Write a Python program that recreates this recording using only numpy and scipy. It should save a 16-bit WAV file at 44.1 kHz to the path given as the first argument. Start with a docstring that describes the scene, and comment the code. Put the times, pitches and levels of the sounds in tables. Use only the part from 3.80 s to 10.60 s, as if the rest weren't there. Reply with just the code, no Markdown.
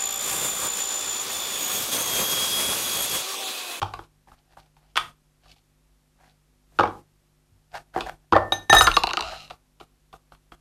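"""Dishes knock on a wooden table close to a small microphone: each blow is noise driving dish and table
resonances, with bursts of bright noise for the hard contact. Heavy blows sway the table; a struck glass rings in
beating pairs of partials; a spoon bounces and rattles to rest; dishes slide in swelling grains of noise.
A small furnished room answers with decaying noise. Mains hum and hiss sit under a noise gate that opens
with louder sound, and the loudest blows clip."""
import sys
import numpy as np
from scipy import signal
from scipy.fft import rfft, irfft, next_fast_len
from scipy.io import wavfile
from scipy.ndimage import uniform_filter1d, minimum_filter1d, map_coordinates

SR = 44100
rng = np.random.default_rng(int(sys.argv[2]) if len(sys.argv) > 2 else 0)


def elevation(decibels):
    """Turn decibel levels (scalar or array-like) into linear amplitude ratios."""
    levels = np.asarray(decibels, float)
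    return 10 ** (levels / 20)


def file_out(sig):
    """Save sig as 16-bit WAV at sys.argv[1]."""
    # one column per channel
    cols = np.atleast_2d(sig).T
    # limit, then scale
    lim = np.clip(cols, -1, 1)
    pcm = np.round(lim * 32767).astype(np.int16)
    wavfile.write(sys.argv[1], SR, pcm)


N = 300056

# edge of a hard contact: (frequency [Hz], relative level [dB per Hz])
CRACK_COLOUR = [(1600, -31), (2300, 0.5), (3200, 1), (3900, -3), (5000, -31)]
# treble of a hard contact: (frequency [Hz], relative level [dB per Hz])
SNAP_COLOUR = [(3000, -31.5), (4300, 4), (6000, -6), (8000, -15.5), (11000, -27.5), (14000, -33)]
# higher modes of the table top: (frequency [Hz], width [Hz], relative level [dB])
BOARD_MODES = [(609, 170, -4.5), (753.3, 140, 2.5), (993, 10, -7), (1210, 180, -1.5), (1396, 190, -3.5)]
GATE_DB = 10  # how far the noise gate pulls down when shut


def unit(x):
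    """Scale to rms 1."""
    return x / np.sqrt(np.mean(x ** 2) + 1e-20)


def to_peak(x):
    """Scale to peak 1."""
    return x / np.abs(x).max()


def along(points, hz):
    """Read (frequency, value) points on a log frequency axis."""
    f, v = np.transpose(points)
    return np.interp(np.log(hz + 1), np.log(f + 1), v)


def filtered(x, response):
    """Shape x with a complex response of frequency."""
    m = next_fast_len(len(x) + 8192)
    return irfft(rfft(x, m) * response(np.fft.rfftfreq(m, 1 / SR)), m)[:len(x)]


def resonances(modes):
    """Causal response of (Hz, width Hz, dB) resonances, added with alternating sign."""
    def response(f):
        total = 0
        for k, (centre, width, db) in enumerate(modes):
            damping = 1j * f * width
            total = total + (-1) ** k * elevation(db) * damping / (centre * centre - f * f + damping)
        return total
    return response


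def add(out, s, x, wet_db):
    """Place a sound at s seconds; the room answers with fresh noise that dies at its own rate in each band."""
    # room decay: (frequency [Hz], time to fall 60 dB [s])
    room_decay = [(100, 0.58), (800, 0.28), (3000, 0.24), (10000, 0.32)]
    hz, t, z = signal.stft(rng.standard_normal(SR // 2), SR, nperseg=256)
    fading = z * elevation(-60 * t / along(room_decay, hz)[:, None])
    tail = signal.istft(fading, SR, nperseg=256)[1]
    delayed = np.pad(x, (round(.004 * SR), 0))
    wet = signal.fftconvolve(delayed, tail / np.linalg.norm(tail)) * elevation(wet_db)
    wet[:len(x)] += x
    i = round(s * SR)
    out[i:i + len(wet)] += wet[:len(out) - i]


def knock(ring_hz, table_db, contact_s=.0045, soft_hz=1400):
    """A rough, yielding contact shakes a dish and the table top; peak about 1."""
    # deep modes of the table top: (frequency [Hz], width [Hz], relative level [dB])
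    table_modes = [(183, 60, -15), (339, 39, -1), (476, 64, 1)]
    t = np.arange(SR // 8) / SR
    force = rng.standard_normal(len(t)) * (t / contact_s) ** 0.26 * np.exp(-2.5 * t / contact_s)
    force = filtered(force, lambda f: 1 / (1 + 1j * f / soft_hz) ** 3)
    # a dish that hardly touches the table rings clear, with its overtone
    free = np.clip((-17 - table_db) / 12, 0, 1)
    dish_modes = [(ring_hz, 110 - 55 * free, 4 * free), (2.76 * ring_hz, 300, -26 + 21 * free)]

    def dish_response(f):
        no_bass = (1j * f / ring_hz / (1 + 1j * f / ring_hz)) ** 2  # a small dish radiates no bass
        board = .4 * (1 - free) * resonances(BOARD_MODES)(f)
        return no_bass * (resonances(dish_modes)(f) + board)

    dish = to_peak(filtered(force, dish_response))
    table = to_peak(filtered(force, resonances(table_modes)))
    return dish + elevation(table_db) * table


def crack(colour, contact_s=0.0037):
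    """A burst of coloured noise from a hard contact; peak 1."""
    t = np.arange(SR // 8) / SR
    noise = filtered(rng.standard_normal(len(t)), lambda f: elevation(along(colour, f)))
    return to_peak(noise * (1 - np.exp(-t / 0.00027)) * np.exp(-t / contact_s))


def knocks():
    """Each dish set down rings and knocks, with crack, snap and airy edge from the hard contact."""
    # dishes on the table: (time [s], level [dB], ring of the dish [Hz],
    # table over dish [dB], crack over dish [dB])
    blows = [(0.017, -17.5, 813, -14, -6), (0.027, -13.5, 840, -15.5, -9), (0.137, -21.5, 1114, -17, -10),
             (0.19, -26, 786, -9, -16), (0.472, -41, 810, -20, -22), (0.516, -38, 850, -17, -13),
             (0.769, -37.5, 888, -20, -17.5), (0.859, -50, 1040, -14, -1), (0.966, -42, 921, -20, -5.5),
             (1.157, -23, 1450, -12, 0), (1.168, -12.5, 1200, -30, -2.5), (1.174, -2, 1254, -34.5, -15),
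             (1.657, -43, 1210, -22.5, -14.5), (1.762, -48, 759, -19, 3.5), (2.919, -52, 719, -11.5, -16.5),
             (2.988, -8, 1260, -8.5, -14.5), (2.995, -1, 763, -16, -20.5), (3.007, -8, 1215, -6.5, -15.5),
             (3.033, -9.5, 848, -8.5, -21), (3.055, -19.5, 1150, -6.5, -18), (3.074, -20, 790, -8, -18),
             (4.14, -36.5, 1540, -18, -12.5), (4.161, -12, 740, -8, -27), (4.177, -17.5, 800, -7.5, -44),
             (4.207, -18.5, 762, -13.5, -2.5), (4.294, -37, 837, -20.5, -13), (4.523, -4, 986, -11, -16.5),
             (4.531, -3, 809, -10.5, -21.5), (4.553, -6, 925, -14.5, -24.5), (4.563, -0.5, 730, -19, -25),
             (4.571, -11.5, 782, -13.5, -25), (4.721, -9.5, 767, -12.5, -10),
             (4.896, -10.5, 813, -7.5, -6.5), (4.928, 5, 1350, -17, -11), (4.94, -3.5, 785, -18.5, -16.5),
             (4.949, -7, 799, -13.5, -15), (4.965, -11, 1250, -15, -10.5), (5.009, 3.5, 1300, -20.5, -12),
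             (5.07, -8, 1040, -27, -5.5), (5.076, -7, 1370, -26, -12), (5.083, -9.5, 1240, -15, -17.5),
             (5.707, -29.5, 746, -15, -5), (6.0, -38, 1070, -13, -0.5), (6.009, -33, 740, -8, -10),
             (6.328, -37, 1140, -14, -4.5), (6.337, -34.5, 705, -9.5, -22), (6.52, -36, 748, -13, -9),
             (6.549, -43, 1170, -17, -3.5), (6.719, -34.5, 732, -10, -9)]
    # top edge of dish on dish: (frequency [Hz], relative level [dB per Hz])
    airy_colour = [(5000, -30), (7000, 1.5), (11000, -4.5), (14000, -8)]
    out = np.zeros(N)
    for s, db, ring_hz, table_db, crack_db in blows:
        airy_db = -8 - 0.7 * (table_db + 32)  # lost when the table takes the blow
        edge = crack(CRACK_COLOUR) + elevation(-7) * crack(SNAP_COLOUR) + elevation(airy_db) * crack(airy_colour)
        blow = knock(ring_hz, table_db) + elevation(crack_db) * edge
        add(out, s, elevation(db) * blow, wet_db=-6.5)
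    return out


def thumps():
    """Heavy blows set the whole table swaying on its legs: a low decaying tone over deep resonant noise."""
    # sways of the table: (time [s], tone level [dB], relative level of the deep noise [dB])
    sways = [(0.024, -27.5, -47.5), (0.499, -67, -58.5), (1.199, -52.5, -52), (2.993, -28.5, -52),
             (3.716, -44.5, -53.5), (3.942, -63, -58), (4.164, -42, -45.5), (4.527, -26, -38.5),
             (4.72, -40, -52.5), (4.899, -30, -38.5), (4.933, -25, -27.5), (5.011, -28.5, -28.5),
             (5.069, -38, -39), (5.397, -63, -44.5)]
    out, t = np.zeros(N), np.arange(SR // 2) / SR
    deep_modes = [(31, 10, -1.5), (52, 17, -1.5)]  # (Hz, width Hz, dB)
    for s, db, deep_db in sways:
        sway = elevation(db - 60 * t / 0.37) * np.sin(2 * np.pi * 98 * t) * (1 - np.exp(-t / 0.0019))
        rumble = unit(filtered(rng.standard_normal(len(t)), resonances(deep_modes)))
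        deep = rumble * elevation(deep_db + 5 - 60 * t / .5) * (1 - np.exp(-t / 0.014))
        add(out, s, sway + deep, wet_db=-7.5)
    return out


def glass():
    """Each partial is a beating pair roughened by contact chatter; a new blow stops the old ring."""
    # blows on the glass: (time [s], level [dB], lowest partial over the rest [dB],
    # hardness [dB per octave])
    clinks = [(4.5437, -50.5, 29, -18.5), (4.7213, -20, -10, -6.5), (4.8979, -12.5, 1, -4.5),
              (4.9295, -20.5, 8, 1.5), (4.9467, -23.5, 15, 5), (4.9659, -15, 9, -3), (4.9834, -14, 2.5, 0),
              (5.0158, -21.5, -1.5, 5), (5.0398, -19, -9, -1), (5.0824, -32.5, -5.5, -2),
              (5.1392, -28.5, -8.5, -0.5), (5.1748, -41, -6, 4.5)]
    # partials, five main ones first: (frequency [Hz], time to fall 60 dB [s],
    # split of the pair [Hz], relative level [dB])
    partials = [(1793, 0.39, 5.3, -2.15), (3798, 0.099, 13, 4.5), (6256, 0.2, 12, -5),
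                (9160, 0.14, 65, -10), (12550, .24, 66, -18.5), (5120, 0.2, 10, -16), (7050, 0.15, 15, -14),
                (7700, .1, 25, -21), (8450, 0.09, 22, -19), (10120, 0.099, 66, -20.5),
                (12300, 0.055, 34, -21), (13420, 0.11, 33, -19)]
    minor_octaves = 2.2  # the weak partials answer hardness as if this far up
    out, t = np.zeros(N), np.arange(SR // 3) / SR
    ends = [row[0] for row in clinks[1:]] + [clinks[-1][0] + 0.023]
    for (s, blow_db, lowest_db, hard_db), end in zip(clinks, ends):
        noise = filtered(rng.standard_normal(len(t)), lambda f: f / (f + 3000) / (1 + f / 6000))
        ring = elevation(blow_db + 1.1 * hard_db - 20.5 - 60 * t / 0.17) * unit(noise)
        for k, (hz, t60, split, db) in enumerate(partials):
            # high partials are disturbed most
            chatter = elevation(hz / 3300 * map_coordinates(rng.standard_normal(60), [t * 120]))
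            second = np.sin(2 * np.pi * ((hz - split) * t + rng.random()))
            pair = np.sin(2 * np.pi * hz * t) + 0.53 * second
            # the weak partials wake only under hard blows
            reach = np.log2(hz / partials[1][0]) if k < 5 else minor_octaves
            colour_db = hard_db * reach if k else lowest_db
            ring += elevation(blow_db + colour_db + db - 60 * t / t60) * chatter * pair
        stop = elevation(-np.maximum(t - (end - s), 0) * 5100)
        add(out, s, ring * (1 - np.exp(-t / 0.001)) * stop, wet_db=-12.0)
    return out


def spoon():
    """Bounces ring the spoon, each favouring other modes, and knock the table; it then rocks ever faster to rest."""
    # bounces: (time [s], level [dB], knock over ring [dB], relative treble level [dB], knock [Hz])
    bounces = [(5.0697, -6, -1, -24, 1540), (5.1161, -11.5, -20, -29, 1250),
               (5.1673, 0.5, -3.5, -19.5, 1160), (5.2361, -4.5, -4.5, -23, 997),
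               (5.271, -10, -6.5, -38, 1070), (5.2913, -18, -5, -28, 1060), (5.3005, -21, -3, -32, 1090),
               (5.3088, -16, -6.5, -30, 1050), (5.334, -14.5, -1.5, -9.5, 767),
               (5.3711, -10, -4, -18.5, 1250), (5.3916, -16.5, -1.5, -32, 950),
               (5.4078, -15, -5.5, -13, 710), (5.4242, -19.5, -5, -31, 1150), (5.6783, -36, -11, -18, 729),
               (5.7005, -31, -5, -24.5, 1107), (5.7072, -31.5, 0.5, -16, 732)]
    # modes of the spoon: (frequency [Hz], relative level [dB], time to fall 60 dB [s])
    spoon_modes = [(2815, 5, 0.019), (3680, -1.5, 0.017), (4000, 3.5, 0.026), (4400, -5, 0.037),
                   (6990, -21.5, 0.028)]
    out, t = np.zeros(N), np.arange(SR // 8) / SR
    for s, db, knock_db, treble_db, knock_hz in bounces:
        # held and damped differently each time
        shares, bends = rng.normal(0, [[3.5], [.015]], (2, len(spoon_modes)))
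        ring = 1.5 * elevation(-60 * t / .022) * np.sin(2 * np.pi * 2730 * t)  # the handle
        for (hz, level, t60), share, bend in zip(spoon_modes, shares, bends):
            ring += elevation(level + share - 60 * t / t60) * np.sin(2 * np.pi * hz * (1 + bend) * t)
        edge = 0.38 * crack(CRACK_COLOUR, contact_s=0.0013)
        edge += elevation(treble_db + 10) * crack(SNAP_COLOUR, contact_s=0.00092)
        # the table answers just after the metal
        answer = np.roll(knock(knock_hz, -15.5, contact_s=0.0067), round(.0017 * SR))
        add(out, s, elevation(db) * (to_peak(ring) + elevation(knock_db) * answer + edge), wet_db=-11.5)

    settle_s, length_s, release_s = 5.432, 0.22, 0.074  # start, rocking, dying away
    since = np.arange(N) / SR - settle_s
    rate = np.interp(since, [0, length_s + release_s], [70, 260])  # taps per second
    taps = np.diff(np.floor(np.cumsum(rate) / SR), prepend=0) * elevation(4.7 * rng.standard_normal(N))
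    taps += 0.086 * rng.standard_normal(N)
    moving = (since > 0) * elevation(-30 * np.maximum(since - length_s, 0) / release_s)
    elapsed = np.maximum(since, 0)
    metal = moving * elevation(-38 - 62.5 * elapsed)  # start dB, fading dB per s
    wood = moving * elevation(-34 - 120 * elapsed)
    modes = [(hz, 300, db) for hz, db, t60 in spoon_modes]
    bright = filtered(taps, lambda f: resonances(modes)(f) + 0.51 * elevation(along(SNAP_COLOUR, f)))
    dull = filtered(taps, resonances(BOARD_MODES))
    add(out, 0, metal * unit(bright) + wood * unit(dull), wet_db=-5.0)
    return out


def slides():
    """A dragged base catches in grains heard through the table and as dry hiss; pressure swells and eases."""
    # strokes: (time of greatest pressure [s], rise [s], fall [s], table level [dB], hiss level [dB])
    strokes = [(0.238, 0.033, 0.048, -62, -61), (0.48, 0.0064, 0.039, -53, -78),
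               (0.53, 0.067, 0.14, -59, -77), (0.731, 0.11, 0.043, -54, -63),
               (0.786, 0.028, 0.16, -57, -62), (1.03, 0.067, 0.12, -58.5, -66),
               (1.115, 0.046, .02, -66.5, -61.5), (1.664, 0.067, 0.085, -56.5, -60.5),
               (1.697, 0.019, .07, -67.5, -50.5), (1.768, .015, 0.057, -68, -55),
               (1.64, .06, .06, -73, -63.5), (2.416, 0.079, 0.11, -52.5, -81),
               (2.478, 0.069, 0.11, -58, -59), (3.801, 0.056, 0.09, -71, -82),
               (3.956, 0.029, 0.042, -30, -45), (3.92, .02, 0.026, -55, -57.5),
               (4.175, 0.05, 0.057, -34.5, -56), (4.205, 0.023, 0.044, -38, -55.5),
               (4.267, 0.016, .03, -34, -52), (4.291, 0.016, 0.016, -32.5, -60),
               (5.531, 0.051, 0.068, -38, -60), (0.59, .04, .03, -66, -64), (4.44, .04, .05, -63.5, -79)]
    # a dragged dish base: (frequency [Hz], width [Hz], relative level [dB])
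    base_modes = [(731, 110, -1), (1150, 560, -13.5), (1555, 390, -9.5)]
    # dB sunk one rise or fall time from the top; roundness of the top
    stroke_db, stroke_power = 31.5, 1.6
    out, t = np.zeros(N), np.arange(N) / SR

    def grains():
        swell = unit(uniform_filter1d(rng.standard_normal(N), size=90))
        return rng.standard_normal(N) * elevation(4.5 * swell)

    wood, dry_hiss = np.zeros(N), np.zeros(N)
    for s, rise, fall, table_db, hiss_db in strokes:
        distance = np.minimum(np.where(t < s, (s - t) / rise, (t - s) / fall), 4)
        sunk_db = stroke_db * distance ** stroke_power
        wood += elevation(table_db - sunk_db)
        dry_hiss += elevation(hiss_db - sunk_db)
    hiss = filtered(grains(), lambda f: elevation(along(CRACK_COLOUR, f)) + elevation(along(SNAP_COLOUR, f) - 2))
    base = filtered(grains(), resonances(base_modes))
    add(out, 0, wood * unit(base) + dry_hiss * unit(hiss), wet_db=-10.5)
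    return out


def noise_floor(waver_db=2.0):
    """Locked mains lines, unsteady in strength, over preamp hiss, as they stand with the gate open."""
    # mains lines: (frequency, rounded below to a multiple of the mains [Hz], level with the gate shut [dB])
    hum_lines = [(48.4, -69), (102.3, -81.5), (150.7, -70.5), (199.2, -87), (247.6, -79), (349.9, -83.5)]
    # preamp hiss: (frequency [Hz], relative level [dB per Hz])
    hiss_colour = [(15, -13.5), (40, -1), (70, -9.5), (120, -14), (250, -16), (550, -19), (2000, -25.5),
                   (13100, -30), (15500, -57)]
    mains_hz = 50
    t = np.arange(N) / SR
    hum = np.zeros(N)
    for hz, db in hum_lines:
        waver = waver_db * map_coordinates(rng.standard_normal(80), [t * 10])
        line_hz = round(hz / mains_hz) * mains_hz
        hum += np.sqrt(2) * elevation(db + waver) * np.sin(2 * np.pi * line_hz * t)
    hiss = unit(filtered(rng.standard_normal(N), lambda f: elevation(along(hiss_colour, f))))
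    return elevation(GATE_DB) * (hum + elevation(-69) * hiss)


def scene():
    """Everything at the one microphone."""
    return (knocks() + thumps() + glass() + spoon() + slides() + noise_floor())[None]


def roll_off(x):
    """The treble ends steeply here."""
    return signal.sosfilt(signal.butter(12, 16650, fs=SR, output="sos"), x)


def record(dry):
    """The microphone ends near 14 kHz; a noise gate follows the level above the hum; the converter clips."""
    heard = filtered(dry[0], lambda f: 1 / (1 + (f / 13900) ** 40))
    power = filtered(heard, lambda f: f > 450) ** 2
    level_db = 10 * np.log10(np.abs(uniform_filter1d(power, size=900, origin=400)) + 1e-12)
    gain_db = np.clip(1.1 * (level_db + 47), -GATE_DB, 0)  # fully open from -47 dB
    held = -minimum_filter1d(-gain_db, size=500, origin=130)  # opens just ahead, shuts late
    gated = heard[None] * elevation(uniform_filter1d(held, size=240))
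    clipped = gated / (1 + np.abs(gated / .71) ** 8) ** (1 / 8)  # rounded limit at .71
    return roll_off(clipped)


dry = scene()
out = record(dry)
file_out(out)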